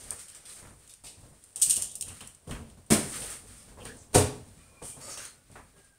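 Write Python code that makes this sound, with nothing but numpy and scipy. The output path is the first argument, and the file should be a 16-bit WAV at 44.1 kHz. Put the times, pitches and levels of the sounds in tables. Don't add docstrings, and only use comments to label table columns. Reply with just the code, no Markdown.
import sys
import numpy as np
from scipy import signal
from scipy.fft import rfft, irfft, next_fast_len
from scipy.io import wavfile
from scipy.ndimage import map_coordinates

SR = 44100
rng = np.random.default_rng(int(sys.argv[2]) if len(sys.argv) > 2 else 0)


def int16_out(signal):
    q = np.round(np.clip(np.atleast_2d(signal).T, -1, 1) * 32767)
    wavfile.write(sys.argv[1], SR, q.astype(np.int16))


def natural_amplitude(level_db):
    exponent = np.asarray(level_db, float) / 20
    return 10 ** exponent


N = 263806

FLOOR_HZ = 95
# freq_hz, density_db
THUD = [(15, -13), (35, -14), (50, 5), (65, -6), (90, 2.5), (110, -7), (130, -2), (180, -9), (230, -7.5),
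        (300, -13), (500, -37.5)]
# freq_hz, density_db
SOLE = [(120, -2.5), (230, -3), (330, -3), (460, 2), (600, -0.5), (720, -2.5), (1100, -8.5), (2000, -30.5)]
# freq_hz, density_db
FILM = [(2000, -41), (4000, -9.5), (6000, -1.5), (9000, 3.5), (10500, -3.5), (12000, -29)]
# freq_hz, density_db
SPARKLE = [(8000, -38), (10500, 8), (13000, 6.5), (16000, -7)]


def unit(x):
    return x / np.sqrt(np.mean(x ** 2) + 1e-20)


def along(points, hz):
    f, v = np.transpose(points)
    return np.interp(np.log(hz + 1), np.log(f + 1), v)


def wobble(rate_hz):
    knots = rng.standard_normal(int(N * rate_hz / SR) + 4)
    return map_coordinates(knots, [np.arange(N) * rate_hz / SR])


def coloured(x, spectrum):
    m = next_fast_len(len(x) + 4096)
    gain = natural_amplitude(along(spectrum, np.fft.rfftfreq(m, 1 / SR)))
    return irfft(rfft(x, m) * gain, m)[:len(x)]


def noise(spectrum, size):
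    return unit(coloured(rng.standard_normal(size), spectrum))


def add(track, start_s, sound):
    part = track[round(start_s * SR):][:len(sound)]
    part += sound[:len(part)]


def fade(t, t60_s, attack_s):
    return natural_amplitude(-60 * t / max(t60_s, .002)) * (1 - np.exp(-t / attack_s))


def swells(peaks_db, starts, lengths, rise_db_per_s, fall_db_per_s, idle_db):
    t = np.arange(0, N + 64, 64)[:, None] / SR
    rise_db = rise_db_per_s * np.maximum(starts - t, 0)
    fall_db = fall_db_per_s * np.maximum(t - starts - lengths, 0)
    power = natural_amplitude(idle_db) ** 2 + np.sum(natural_amplitude(peaks_db - rise_db - fall_db) ** 2, axis=1)
    return np.interp(np.arange(N) / SR, t[:, 0], np.sqrt(power))


def room_tails(count):
    # freq_hz, t60_s
    room_t60 = [(80, 0.68), (500, 0.41), (3000, 0.4), (8000, 0.33), (14000, 0.27)]
    hz, t, z = signal.stft(rng.standard_normal((count, SR // 2)), SR, nperseg=256)
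    decay = natural_amplitude(-60 * t / along(room_t60, hz)[:, None])
    tails = signal.istft(z * decay, SR, nperseg=256)[1]
    return tails / np.linalg.norm(tails, axis=1, keepdims=True)


def echo(x, tail):
    return signal.fftconvolve(np.pad(x, (round(.004 * SR), 0)), tail)


def hiss():
    # freq_hz, density_db
    hiss_spectrum = [(20, 6), (100, 0.5), (1000, -9.5), (5000, -24.5), (16000, -10)]
    return natural_amplitude(-69.5) * noise(hiss_spectrum, N)


def tread():
    # full_load_s, thud_db, sole_over_thud_db
    steps = [(.08, -53.5, -4.5), (.4, -71, 5), (.63, -58.5, -2), (.82, -67, -7), (1.22, -60, -4.5),
             (1.74, -58, -2.5), (2.08, -55.5, -6), (2.64, -56, -3), (2.74, -62, -31), (3.08, -50, -12.5),
             (3.22, -53, 3.5), (3.5, -53.5, -11), (3.86, -50.5, -5), (4.3, -48, -6), (4.41, -55.5, -17),
             (4.7, -60.5, -4), (5.09, -59, 5), (5.58, -57, -17), (5.8, -69, -0.5)]
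    full_load_s, thud_db, sole_db = np.transpose(steps)

    def load(level_db, idle_db):
        return swells(level_db, full_load_s, 0, 62, 63, idle_db)

    boards = noise([(FLOOR_HZ - 45, -30), (FLOOR_HZ, 0), (FLOOR_HZ + 45, -30)], N)
    thud = unit(natural_amplitude(2.2 * wobble(25)) * (noise(THUD, N) + 0.49 * boards))
    sole = unit(natural_amplitude(1.4 * wobble(30)) * noise(SOLE, N))
    return load(thud_db, -74.5) * thud + load(thud_db + sole_db, -91.5) * sole


def knocks():
    # start_s, peak_db, drawn_out (1-10), low_db
    padded = [(1.037, -46, 7, -3.5), (1.171, -63.5, 8.9, 16.5), (1.229, -51, 9.4, 4.5),
              (1.32, -49, 2.8, -4), (1.56, -48.5, 6.5, -3), (1.765, -41, 7.1, 0), (2.47, -43.5, 3.8, 11),
              (2.492, -35.5, 2.4, 9.5), (2.771, -49, 3.8, 6), (2.929, -54, 4.5, 13), (3.429, -64, 9.1, 15),
              (3.68, -47.5, 2.5, 4), (3.712, -50, 4, 5.5), (3.772, -43.5, 4.5, -4),
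              (3.783, -40.5, 9.8, -17), (4.817, -36, 5.2, -3.5), (4.966, -40.5, 2.8, 2.5),
              (5.496, -51.5, 7.4, 4)]
    # start_s, peak_db, drawn_out (1-10), low_db
    hard = [(0.114, -42, 3.5, -16), (0.626, -51.5, 3, 11), (0.647, -48, 4.8, 5), (.702, -54, 4.9, 8),
            (1.668, -52.5, 3.6, 14.5), (2.077, -49.5, 3, 13.5), (2.102, -48.5, 4.7, 7),
            (2.205, -45.5, 5.9, 5), (2.51, -38, 4.3, 11), (2.549, -42, 5.7, 6), (3.853, -43, 2.5, -26),
            (4.567, -65, 2.3, 23.5), (5.172, -41.5, 1.5, -19), (5.191, -50, 6.7, 4), (5.555, -40, 5.25, -6),
            (5.762, -58.5, 3.8, 6)]
    # freq_hz, density_db
    edge_spectrum = [(500, -12), (1000, 5), (1600, 1.5), (2500, -3.5), (3000, -14.5), (7000, -35)]
    out = np.zeros(N)
    t = np.arange(SR // 3) / SR
    for rows, edge_db in [(padded, -11.5), (hard, 1.2)]:
        for start_s, peak_db, drawn_out, low_db in rows:
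            t60_s = 0.059 * drawn_out
            puff = noise(SOLE, len(t)) + natural_amplitude(edge_db) * noise(edge_spectrum, len(t))
            push = 1.19 * noise(THUD, len(t)) + 0.19 * np.sin(2 * np.pi * FLOOR_HZ * t)
            contact = fade(t, t60_s, 0.0013) * puff
            floor = natural_amplitude(low_db) * fade(t, 1.35 * t60_s, 0.0045) * push
            add(out, start_s, natural_amplitude(peak_db - 8.5) * (contact + floor))
    return out


def rustle():
    # start_s, length_s, crinkle_db, scuff_over_crinkle_db
    rubs = [(-.04, 0.21, -51, -5), (0.164, 0.21, -59, -2.5), (0.36, 0.13, -65, 4), (0.464, 0.13, -48, -8),
            (0.65, 0.29, -60.5, -6.5), (1.142, 0.44, -62.5, -8.5), (1.587, 0.22, -43, -10),
            (2.043, 0.21, -53, -8), (2.304, 0.17, -69, -9), (2.6, 0.32, -93, 0), (2.97, 0.26, -40.5, -10),
            (3.098, 0.24, -41.5, -6), (3.447, 0.18, -53.5, -7), (3.664, 0.054, -62.5, -0.5),
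            (3.837, 0.015, -61.5, 13), (3.953, .02, -66.5, -15), (4.262, 0.074, -58.5, -0.5),
            (4.46, 0.42, -64, -4), (4.821, 0.078, -40.5, -17.5), (4.991, 0.1, -48.5, -4),
            (5.078, 0.064, -44, -10), (5.156, 0.084, -52, 4), (5.498, 0.033, -64.5, 1),
            (5.6, 0.15, -73, -2), (5.74, 0.057, -64, -2)]
    # freq_hz, density_db
    scuff_spectrum = [(600, -33), (1200, 2), (2000, 1), (3000, -2), (4500, -2), (7000, -6)]
    start_s, length_s, crinkle_db, scuff_db = np.transpose(rubs)
    rise_s, fade_db_per_s = 0.026, 139.5

    def stroke(level_db, idle_db):
        hold_s = np.maximum(length_s - rise_s, 0)
        return swells(level_db, start_s + rise_s, hold_s, 20 / rise_s, fade_db_per_s, idle_db)

    strength_db = np.minimum(5 * rng.exponential(size=N), 12)
    folds = (rng.random(N) < 260 / SR) * natural_amplitude(strength_db) * rng.standard_normal(N)
    rubbing = 0.16 * unit(folds) + natural_amplitude(1.3 * wobble(60)) * rng.standard_normal(N)
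    crinkle = unit(coloured(rubbing, FILM)) + natural_amplitude(-1) * unit(coloured(rubbing, SPARKLE))
    scraping = natural_amplitude(2.0 * wobble(25)) * rng.standard_normal(N) + .2 * unit(folds)
    scuff = unit(coloured(scraping, scuff_spectrum))
    return stroke(crinkle_db - 10.5, -82.5) * crinkle + stroke(crinkle_db + scuff_db, -72.5) * scuff


def singing():
    # start_s, end_s, pitch_hz, width_hz, level_db
    sung_bands = [(3.852, 3.92, 1700, 130, -53), (3.852, 3.88, 3450, 150, -59),
                  (3.852, 3.88, 2390, 110, -62), (5.01, 5.17, 4400, 140, -61), (5.02, 5.17, 4730, 140, -59),
                  (5.25, 5.31, 4230, 130, -60), (5.01, 5.1, 5450, 150, -59), (5.1, 5.19, 5500, 110, -54),
                  (5.09, 5.2, 6200, 500, -53), (5.01, 5.14, 6900, 400, -55), (5.02, 5.13, 7850, 200, -59),
                  (5.185, 5.21, 1550, 150, -53), (5.22, 5.3, 1480, 100, -66), (5.0, 5.07, 2000, 100, -67),
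                  (5.12, 5.17, 2500, 80, -67), (5.2, 5.28, 6500, 500, -57), (3.58, 3.62, 5300, 300, -64),
                  (3.8, 3.815, 3000, 400, -57), (5.0, 5.2, 580, 90, -61), (3.965, 4.05, 7000, 1200, -64),
                  (4.83, 4.96, 3150, 200, -69), (5.005, 5.17, 1230, 70, -61), (2.078, 2.1, 2700, 200, -56),
                  (1.88, 1.92, 3500, 450, -60)]
    out = np.zeros(N)
    for start_s, end_s, hz, width_hz, level_db in sung_bands:
        t = np.arange(round((end_s - start_s + 0.086) * SR)) / SR
        near, far = width_hz / 2, 4 * width_hz
        band = noise([(hz - far, -40), (hz - near, -3), (hz + near, -3), (hz + far, -40)], len(t))
        swell_db = np.interp(t, [0, .02, end_s - start_s, t[-1]], [-8, -1, -1, -28])
        add(out, start_s, natural_amplitude(level_db + swell_db) * band)
    return out * natural_amplitude(1.5 * wobble(40))


def trembling_tones(rows):
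    out = np.zeros(N)
    for start_s, end_s, from_hz, to_hz, level_db in rows:
        span = slice(round(start_s * SR), round(end_s * SR))
        share = np.linspace(0, 1, span.stop - span.start)
        tremble = 1 + .018 * wobble(120)
        grip = natural_amplitude(1.2 * wobble(45)) * (1 + .4 * wobble(110))
        hz = (from_hz + share * (to_hz - from_hz)) * tremble[span]
        swell = natural_amplitude(level_db) * np.abs(np.sin(np.pi * share)) ** .5 * grip[span]
        out[span] += 2.12 * swell * np.sin(2 * np.pi * np.cumsum(hz) / SR)
    return out


def squeaks_and_groans():
    # start_s, end_s, start_hz, end_hz, level_db
    damper = [(4.575, 4.76, 2440, 2430, -73), (4.74, 4.86, 2410, 2410, -68.5),
              (4.83, 4.98, 2420, 2380, -73), (4.585, 4.63, 2950, 2930, -80), (4.585, 4.61, 1900, 1890, -77),
              (4.585, 4.65, 1140, 1130, -78), (4.6, 4.7, 1350, 1320, -77), (4.67, 4.82, 1090, 1085, -75.5),
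              (4.73, 4.8, 1340, 1350, -79), (5.07, 5.13, 1235, 1235, -62), (5.16, 5.21, 1240, 1290, -64),
              (5.34, 5.44, 1490, 1455, -78), (5.74, 5.98, 1650, 1570, -74.5)]
    # start_s, end_s, start_hz, end_hz, level_db
    walls = [(2.472, 2.53, 500, 490, -54.5), (2.585, 2.71, 235, 222, -59.5), (2.57, 2.64, 88, 87, -46.5),
             (2.69, 2.77, 92, 90, -57), (3.8, 3.99, 497, 472, -62), (3.865, 3.905, 148, 290, -53.5),
             (3.92, 3.97, 260, 248, -59.5), (5.07, 5.1, 554, 524, -63), (5.0, 5.03, 900, 890, -66),
             (5.07, 5.11, 875, 890, -63), (5.74, 5.815, 402, 386, -70.5)]
    return trembling_tones(damper) + trembling_tones(walls)


def strike_bin(contacts, modes, clash_spectrum, clash_room_db, ring_room_db):
    out = np.zeros(N)
    t = np.arange(SR // 3) / SR
    for (start_s, blow_db, clash_db), tail in zip(contacts, room_tails(len(contacts))):
        ring = np.zeros(len(t))
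        for hz, mode_db, t60_s in modes:
            strength = natural_amplitude(mode_db + rng.normal(0, 1.0))
            ring += strength * fade(t, t60_s, 0.0023) * np.sin(2 * np.pi * hz * t)
        ring *= natural_amplitude(blow_db - 12.0)
        clash = natural_amplitude(clash_db + 5.5) * fade(t, 0.034, 0.0024) * noise(clash_spectrum, len(t))
        add(out, start_s, ring + clash)
        add(out, start_s, echo(natural_amplitude(clash_room_db) * clash + natural_amplitude(ring_room_db) * ring, tail))
    return out


def pedal_bin():
    # start_s, blow_db, clash_db
    pedal = [
        (2.478, -39, -66),
        (2.51, -48, -52),
        (2.6, -44.5, -69),
        (3.79, -60, -67),
        (3.86, -41, -69.5),
    ]
    # start_s, blow_db, clash_db
    opening = [
        (2.9025, -41, -23),
        (2.908, -11, -18),
        (2.9165, -27, -19),
        (2.9215, -14.5, -20.5),
        (2.93, -26, -21.5),
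        (2.94, -26.5, -28),
    ]
    # start_s, blow_db, clash_db
    closing = [
        (4.131, -43, -44.5),
        (4.1405, -35, -32.5),
        (4.1452, -20, -20.5),
        (4.1495, -17, -18),
        (4.155, -8, -23.5),
        (4.176, -23.5, -24.5),
    ]
    # freq_hz, level_db, t60_s
    open_modes = [(98.4, -8, .2), (161, 3, 0.13), (215.6, 3.5, 0.16), (290, -5, 0.15), (355, 1, 0.093),
                  (470, -14, 0.063), (550, -9.5, 0.17), (605, -3, 0.09), (803, -20.5, 0.1),
                  (1060, -16, 0.17), (1310, -9, 0.097)]
    # freq_hz, level_db, t60_s
    shut_modes = [(93.3, 3.5, 0.17), (126.3, 0.5, 0.28), (190, -20, 0.43), (255, -1, 0.19),
                  (282.5, 5, 0.11), (419, -5, 0.37), (446, 5, 0.17), (493, 0.5, 0.18), (576, -6.5, 0.25),
                  (621, -11, 0.33), (716, 0.5, 0.11), (810, -21.5, 0.3), (1134, -20.5, 0.39),
                  (1325, -20, 0.18)]
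    # freq_hz, density_db
    open_clash = [(55, -47), (110, -3.5), (250, 4), (500, -2), (1000, -9.5), (2000, -12), (4000, -15.5),
                  (8000, -13), (12000, -11.5), (16000, -18)]
    # freq_hz, density_db
    shut_clash = [(55, -50), (100, -10.5), (250, -6.5), (500, -5), (1000, -11), (2000, -16.5),
                  (4000, -17.5), (8000, -17), (12000, -16), (16000, -26.5)]
    trodden = strike_bin(pedal, shut_modes, open_clash, -2, -5.5)
    opened = strike_bin(opening, open_modes, open_clash, 0.32, -19.0)
    closed = strike_bin(closing, shut_modes, shut_clash, 2.0, -9.5)
    return trodden + opened + closed


def snap_family(rows, body, sparkle_db, air_db, room_db, attack_s):
    # freq_hz, density_db
    air_spectrum = [(11000, -28), (12800, 3), (16000, 1.5)]
    out = np.zeros(N)
    t = np.arange(SR // 8) / SR
    tails = room_tails(9)
    for k, (start_s, peak_db, body_db, drawn_out) in enumerate(rows):
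        ragged = natural_amplitude(1.66 * np.repeat(rng.standard_normal(len(t) // 64 + 1), 64)[:len(t)])
        fold = np.exp(.04 * rng.standard_normal())
        film = noise(FILM, len(t)) + natural_amplitude(body_db + 14) * noise(np.multiply(body, [fold, 1]), len(t))
        sheen = natural_amplitude(sparkle_db + 16.5) * noise(SPARKLE, len(t)) + natural_amplitude(air_db) * noise(air_spectrum, len(t))
        shape = ragged * fade(t, 0.0145 * drawn_out, attack_s) * (film + sheen)
        snap = natural_amplitude(peak_db - 8.5) * shape / np.abs(shape).max()
        add(out, start_s, snap)
        add(out, start_s, natural_amplitude(room_db + 9.0) * echo(snap, tails[k % len(tails)]))
    return out


def snaps():
    # start_s, peak_db, body_db, drawn_out (1.8-11)
    carried = [(.0388, -39, -21, 2), (.1067, -25, -33, 2.8), (.19, -31, -26, 7.1), (.2812, -33, -19, 2.9),
               (.3472, -34, -14.5, 1.8), (.453, -34.5, -14, 4.3), (.4927, -35.5, -15, 5.4),
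               (.888, -47, -22, 2), (.8945, -33, -16, 1.8), (.946, -52, -19, 3), (.96, -56, -24, 5.3),
               (.004, -35, -15, 3.5), (1.041, -32.5, -16, 11), (1.066, -33.5, -13, 4.1)]
    # start_s, peak_db, body_db, drawn_out (0.87-13)
    crushed = [(1.4381, -33.5, -39, 2.7), (1.5591, -20.5, -35, 2.6), (1.5655, -25.5, -19.5, 6.5),
               (1.5995, -20.5, -25, 1.4), (1.6135, -26, -26, 6), (1.6165, -9, -28, 3), (1.6197, -4, -29, 4),
               (1.6285, -5, -29, 2.5), (1.6614, -14.5, -30, 2.6), (1.6965, -6.5, -28, 7),
               (1.7074, -5.5, -20.5, 2.9), (1.7282, -12, -21, 2.5), (1.76, -12.5, -26, 3.1),
               (1.7655, -13, -24, 4.1), (1.8218, -10.5, -26.5, 1.3), (1.83, -19.5, -22, 5),
               (1.914, -30.5, -22, 4), (1.954, -20, -32, 3.1), (2.0105, -19, -32, 3.2),
               (2.0245, -22, -19.5, 1.7), (2.08, -29.5, -17, 13), (2.2068, -25, -6, 0.87),
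               (2.21, -29.5, -5, 4.1), (2.273, -26.5, -25, 1.3)]
    # start_s, peak_db, body_db, drawn_out (1.6-11)
    ticks = [(2.4755, -41, -10, 4.4), (2.5097, -26.5, 7, 3.7), (2.6988, -46.5, -4, 2.9),
             (3.2195, -27, -5, 2), (3.803, -37.5, 6, 1.6), (3.8521, -27, -11.5, 2.4),
             (3.9684, -39.5, -34, 2.3), (4.8238, -34.5, -16, 11), (5.1743, -26.5, -9, 3.6),
             (5.2497, -32, -29, 3.6), (2.862, -47, -22, 3), (5.5142, -44.5, -19, 2.1),
             (5.7796, -55, -14, 2), (5.844, -49, -27, 5.1)]
    # start_s, peak_db, body_db, drawn_out (0.5-3.3)
    clicks = [(.1067, -14.5, -32, .5), (.9378, -30, -24, .6), (.8762, -36, -24, .8), (2.0102, -13, -30, .5),
              (2.0237, -12, -22, .5), (2.5092, -28, -12, .8), (2.699, -44, -14, 1.5), (.829, -49, -25, 1),
              (.878, -44, -24, 2), (.939, -37, -26, 1.6), (1.0385, -34, -24, 1.5), (1.4894, -45, -14, 2.8),
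              (1.5283, -41, -17.5, 3.3), (1.576, -28, -25, 1), (1.6237, -11, -28, 1),
              (1.6254, -10, -28, 1.5), (1.6345, -15, -25, .8), (1.6402, -13, -25, .5),
              (1.6495, -19, -25, 1), (1.7005, -14, -18, .8), (1.7193, -12, -25, .5), (1.7395, -17, -25, 1),
              (1.78, -20, -25, 1), (1.8172, -19, -20, .8), (1.8245, -17, -25, .8), (1.8435, -22, -25, 1),
              (1.942, -38, -30, 1.5), (2.348, -37, -29, 1.5), (3.1312, -27, -14, 1), (3.144, -31, -16, 1),
              (3.159, -30, -20, 1), (3.2047, -29, -20, 1), (3.2612, -26, -20, 1), (3.229, -28, -20, .6),
              (3.1, -30, -20, 1), (3.184, -30, -20, .6), (5.048, -34, -20, 1), (5.141, -33, -20, .6),
              (5.184, -32, -16, 1), (1.428, -48, -14, 1.5), (3.309, -32, -20, 1), (4.9008, -33, -20, .8),
              (4.9122, -33, -20, .8), (5.2527, -30, -20, 1), (.2155, -32, -28, 1), (.299, -33, -25, 1),
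              (.3685, -38, -28, 1.5), (1.9535, -22, -28, .8), (1.5592, -24, -26, 1)]
    # freq_hz, density_db
    sheet_body = [(1200, -30), (2200, -7), (3500, -2.5), (5000, -2.5), (6500, -8), (8000, -27)]
    # freq_hz, density_db
    fold_body = [(1200, -22), (2200, -19), (2800, 5.5), (3600, -3.5), (4600, -7.5), (6500, -12.5)]
    return (snap_family(carried, sheet_body, -17.5, -12, -5.5, 0.002)
            + snap_family(crushed, fold_body, -18, -9.5, -12.5, 0.00036)
            + snap_family(ticks, fold_body, -28, -21.5, -10, 0.00055)
            + snap_family(clicks, fold_body, -25, -2.8, -21, 0.00017))


def scene():
    background = hiss() + tread() + knocks() + rustle()
    steel_bin = singing() + squeaks_and_groans() + pedal_bin()
    return (background + steel_bin + snaps())[None]


def low_pass(x):
    return signal.sosfilt(signal.butter(12, 16970, fs=SR, output="sos"), x)


def record(dry):
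    # freq_hz, gain_db
    port_response = [(20, 0), (5000, 1.5), (7000, 3), (8200, 8), (9000, 11.5), (9450, 9), (9750, 2.5),
                     (11600, -4), (12400, -9), (15000, -4), (16000, -8)]
    top_hz = 15720
    ported = coloured(dry[0], port_response)
    limited = coloured(ported, [(top_hz, 0), (top_hz + 150, -60)])
    return low_pass(limited[None])


dry = scene()
out = record(dry)
int16_out(out)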